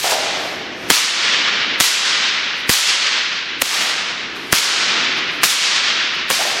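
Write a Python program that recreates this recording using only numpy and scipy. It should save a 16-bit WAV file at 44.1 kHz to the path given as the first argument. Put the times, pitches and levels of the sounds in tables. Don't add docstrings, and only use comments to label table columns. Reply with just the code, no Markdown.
import sys
import numpy as np
from scipy import signal
from scipy.fft import rfft, irfft
from scipy.io import wavfile
from scipy.ndimage import minimum_filter1d

SR = 44100
rng = np.random.default_rng(int(sys.argv[2]) if len(sys.argv) > 2 else 0)


def transcribe(signal):
    frames = np.atleast_2d(signal).T
    limited = np.clip(frames, -1, 1)
    pcm = np.round(limited * 32767).astype(np.int16)
    wavfile.write(sys.argv[1], SR, pcm)


N = 291060
TIME = np.arange(N) / SR
BIN_HZ = np.maximum(np.arange(N // 2 + 1) * SR / N, 1)
BAND_HZ = np.geomspace(30, 17000, 38)


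def from_db(db):
    return 10 ** (np.asarray(db) / 20)


def at_hz(points, hz):
    knots, values = np.transpose(points)
    return np.interp(np.log(hz), np.log(knots), values)


def fade(x, seconds):
    return signal.lfilter([1], [1, -np.exp(-1 / (seconds * SR))], x + 1e-18)


def smooth(x, seconds):
    return fade(x, seconds) * (1 - np.exp(-1 / (seconds * SR)))


def cut(x, hz, kind, order=2):
    sections = signal.butter(order, min(hz, SR / 2 - 100), kind, fs=SR, output="sos")
    return signal.sosfilt(sections, x + 1e-18)


def noise(colour):
    spectrum = rfft(rng.standard_normal(N)) * from_db(at_hz(colour, BIN_HZ))
    x = irfft(spectrum, N)
    return x / x.std()


def add(out, s, sound):
    start = max(round(s * SR), 0)
    out[start:start + len(sound)] += sound[:N - start]


# frequency in Hz, relative level in dB per Hz.
VENT_SPECTRUM = [(25, -26), (50, -2.5), (90, -12), (170, -5.5), (350, -11), (700, -18.5), (2000, 1.5),
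                 (6000, -18), (16000, -89)]


def ventilation(level_db=-32):
    return from_db(level_db) * noise(VENT_SPECTRUM)


# frequency in Hz, relative level in dB per Hz.
BLOW_SPECTRUM = [(40, -44), (90, -34.5), (160, -15.5), (350, -12), (750, -11.5), (1200, -4.5), (2000, -3.5),
                 (3200, -2), (5000, -3), (6500, -5.5), (8500, -10), (12000, -11.5), (16000, -21)]


def band_powers(levels_db, tilts_db_per_octave):
    rms = np.sqrt(np.mean(from_db(at_hz(BLOW_SPECTRUM, BIN_HZ)) ** 2))
    shape = from_db(at_hz(BLOW_SPECTRUM, BAND_HZ)) / rms
    octaves = np.log2(BAND_HZ / 3000)[:, None]
    return (shape[:, None] * from_db(levels_db + octaves * tilts_db_per_octave)) ** 2


# frequency in Hz, time to fall 60 dB in seconds.
HALL_DECAY = [(100, 3.27), (400, 2.23), (900, 1.84), (2000, 2.205), (3200, 1.89), (5000, 1.408),
              (8000, 0.77), (11000, 0.41), (16000, 0.23)]


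def hall(build_s=0.0076, slap_tilt_db_per_octave=0.28, earlier_db=-22):
    blows = [(s, db, tilt) for s, *_, db, tilt in CRACKS]
    blows += [(s, db, slap_tilt_db_per_octave) for s, db, _ in SLAPS]
    times, levels_db, tilts = np.transpose(blows)
    powers = band_powers(levels_db, tilts)
    earlier = band_powers(earlier_db, slap_tilt_db_per_octave)
    white, out = rfft(rng.standard_normal(N)), np.zeros(N)
    place = np.interp(np.log(BIN_HZ), np.log(BAND_HZ), np.arange(len(BAND_HZ)))
    for k, hz in enumerate(BAND_HZ):
        feed = np.zeros(N)
        feed[(times * SR).astype(int)] = powers[k]
        feed = smooth(smooth(feed, build_s), build_s)
        feed[0] += earlier[k, 0]
        energy = fade(feed, at_hz(HALL_DECAY, hz) / np.log(10 ** 6))
        band = irfft(white * np.maximum(1 - abs(place - k), 0), N)
        out += np.sqrt(energy) * band
    return out


def flutter(depth_rms_db=0.69, rate_hz=11):
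    slow = cut(rng.standard_normal(N), rate_hz, "low")
    return from_db(depth_rms_db * slow / slow.std())


def strokes(rows, colour, linger_s, wet):
    power = sum(from_db(db) ** 2 * np.exp(-((TIME - s) / half) ** 2) for s, db, half in rows)
    return np.sqrt(power + wet * smooth(power, linger_s)) * noise(colour)


# centre in seconds, level in dB, half length in seconds.
SWINGS = [(.48, -35, 0.56), (.87, -29, 0.031), (1.76, -34.5, 0.11), (2.67, -38, 0.052), (3.59, -39.5, 0.11),
          (4.47, -37, 0.25), (5.0, -32, 0.13), (5.37, -35, 0.097), (6.29, -42, 0.32)]
# frequency in Hz, relative level in dB per Hz.
SWING_SPECTRUM = [(30, -20), (100, -3.5), (200, 0), (360, 7), (600, -5), (1500, -10.5), (6000, -17),
                  (16000, -105)]


def swings():
    return strokes(SWINGS, SWING_SPECTRUM, linger_s=0.1, wet=1.0)


# start in seconds, bright smack in the hall in dB, hollow pop in dB.
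SLAPS = [(0.023, -15, -50), (0.043, -18.5, -15.5), (0.089, -14, -20), (0.121, -37, -11.5),
         (3.725, -17, -30), (3.805, -18.5, -26), (6.389, -18, -16), (6.45, -22, -19.5)]
# frequency in Hz, relative level in dB per Hz.
POP_SPECTRUM = [(100, -53), (450, -15.5), (590, -10.5), (700, -4), (800, -6.5), (900, -4), (1100, -18),
                (2500, -24), (16000, -63)]


def mat_pops(near_s=0.017, hall_s=0.14, wet=0.17, hall_pitch=0.888):
    hits = np.zeros(N)
    for s, _, db in SLAPS:
        add(hits, s, from_db([db]) ** 2)
    near = noise(POP_SPECTRUM)
    far = noise([(hz * hall_pitch, db) for hz, db in POP_SPECTRUM])
    return np.sqrt(fade(hits, near_s)) * near + np.sqrt(wet * fade(hits, hall_s)) * far


# centre in seconds, level in dB, half length in seconds.
BRUSHES = [(.44, -31.5, 0.086), (.84, -39, 0.058), (2.59, -37, 0.025), (4.368, -34, 0.0095),
           (4.47, -38, 0.083), (5.18, -33, 0.012), (5.34, -37, 0.029), (6.15, -35, 0.0093)]
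# frequency in Hz, relative level in dB per Hz.
BRUSH_SPECTRUM = [(100, -21), (1000, 16.5), (4000, 6.5), (9000, -4), (13000, -4.5), (16000, -31)]


def brushes():
    return strokes(BRUSHES, BRUSH_SPECTRUM, linger_s=0.051, wet=0.23)


def n_wave(ms):
    phase = np.arange(SR // 200) / (max(ms, .05) * SR / 1000)
    return (1 - 2 * phase) * np.clip((1 - phase) / phase[1], 0, 1)


# start in seconds, shock in dB,
# shock length in ms, tearing in dB, tearing length in seconds, gap between bounces in seconds,
# first bounce in dB, loss at each further bounce in dB, air thump in dB, thump rise in seconds,
# hall in dB, hall brightness in dB per octave.
CRACKS = [(0.9023, 36, 0.44, 1, 0.0024, .0064, 34, 10, 10, 0.0017, 11.5, 1),
          (1.8022, 16.5, 0.17, 4, .0012, .0052, 25.5, 5, -11, .0044, 5.5, 1.4),
          (2.694, 20, 0.26, -4.5, 0.0029, .0060, 23.5, 9, 7, 0.0014, 4.5, 2),
          (3.6198, 23, 0.2, 0, 0.0037, 0.0036, 6, 5, 7, 0.00028, -5, 0.25),
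          (4.5285, 24.5, 0.53, 3, 0.0044, 0.0072, 25.5, 5, 10, 0.0014, 6.5, 0.5),
          (5.4330, 11.5, 0.35, -10, 0.0012, .0058, 27, 1.5, -4.5, 0.00093, 7, 1.46),
          (6.3043, 3.5, 0.6, 0, 0.0037, 0.0056, 11.5, 3.5, -22, 0.0019, -9.5, 0)]


def shock_fronts(count=4, bounce_ms=0.33, bounce_shortens=0.66,
                 follower_s=.001, follower_db=-5, follower_shortens=0.63):
    arrivals = []
    for s, shock_db, ms, _, _, gap, bounce_db, loss_db, *_ in CRACKS:
        arrivals.append((s, shock_db, ms))
        for k in range(count):
            length_ms = bounce_ms * bounce_shortens ** k
            arrivals.append((s + (k + 1) * gap, bounce_db - k * loss_db, length_ms))
    followers = []
    for s, db, ms in arrivals:
        lag_s = follower_s * rng.uniform(.5, 2)
        followers.append((s + lag_s, db + follower_db, ms * follower_shortens))
    return arrivals + followers


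def shocks(burst_hz=1200, crackle_db=-14, crackle_s=0.0021, hiss_db=-19, hiss_s=0.0078,
           rumble_db=-29, rumble_s=0.0072, rumble_hz=560, tear_lead_lengths=1.05):
    fronts, tearing, rumbles = np.zeros((3, N))
    t = TIME[:SR // 20]

    def burst(db, envelope):
        return from_db(db) * envelope * rng.standard_normal(len(t))

    for s, db, ms in shock_fronts():
        add(fronts, s, from_db(db) * n_wave(ms))
        add(tearing, s, burst(db + crackle_db, np.exp(-t / crackle_s)))
        add(rumbles, s, burst(db + rumble_db, np.exp(-t / rumble_s)))
    for s, _, _, db, length, *_ in CRACKS:
        start = s - tear_lead_lengths * length
        swell = np.exp(-(t / length) ** 2) * np.minimum(2 * t / length, 1)
        add(tearing, start, burst(db, swell))
        add(tearing, start - t[-1], burst(hiss_db, np.exp(-t / hiss_s)[::-1]))
    rumbles = cut(cut(rumbles, rumble_hz, "low"), 140, "high")
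    rumbles *= np.sqrt(SR / 2 / rumble_hz)
    bright = fronts + cut(tearing, burst_hz, "high", order=1)
    return cut(bright, 7900, "low", order=1) + rumbles


def air_thumps(lag_s=0.0013):
    out = np.zeros(N)
    for s, *_, db, rise, _, _ in CRACKS:
        age = TIME[:SR // 10] / rise
        add(out, s + lag_s, from_db(db) * (1 - age / 2) * age * np.exp(1 - age))
    return out


def wall_echoes(echo_db=9, echo_s=0.29, spread_db=4, echo_ms=0.16, count=45):
    out = np.zeros(N)
    for s, *_, hall_db, _ in CRACKS:
        delays = .008 + 0.075 * rng.random(count)
        levels_db = hall_db + echo_db + spread_db * rng.standard_normal(count)
        sizes = from_db(levels_db) * np.exp(-delays / echo_s)
        for delay, size in zip(delays, sizes):
            add(out, s + delay, size * n_wave(echo_ms))
    return cut(cut(out, 990, "high"), 6000, "low")


def scene():
    background = ventilation() + hall() * flutter()
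    movement = swings() + mat_pops() + brushes()
    cracks = shocks() + air_thumps() + wall_echoes()
    return (background + movement + cracks)[None]


def ducking(x, sense_s, threshold_db, most_db, hold_s, release_db_per_s, knee_db):
    over = np.minimum(10 * np.log10(smooth(x ** 2, sense_s)) - threshold_db, most_db)
    half = int(hold_s * SR / 2)
    over = -minimum_filter1d(-over, 2 * half + 1, origin=half, mode="nearest")
    ramp = release_db_per_s * TIME
    held = np.maximum.accumulate(over + ramp) - ramp
    return knee_db * np.logaddexp(0, held / knee_db)


def gain_control(x, attack_s=0.0026, overreach=1.297):
    limiter = ducking(x, sense_s=0.0052, threshold_db=-11.5, most_db=26, hold_s=0.027,
                      release_db_per_s=88, knee_db=6.24)
    leveller = ducking(x, sense_s=0.023, threshold_db=-7.5, most_db=18.0, hold_s=0.085,
                       release_db_per_s=41.5, knee_db=4.8)
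    reduction_db = smooth(np.maximum(limiter, overreach * leveller), attack_s)
    return x * from_db(-reduction_db)


def record(dry, cutoff_hz=16000):
    levelled = gain_control(cut(dry[0], 94, "high", order=1))
    clipped = np.clip(levelled, -.95, .95)
    top_cut = signal.ellip(10, .1, 70, cutoff_hz, fs=SR, output="sos")
    return signal.sosfilt(top_cut, clipped)[None]


dry = scene()
out = record(dry)
transcribe(out)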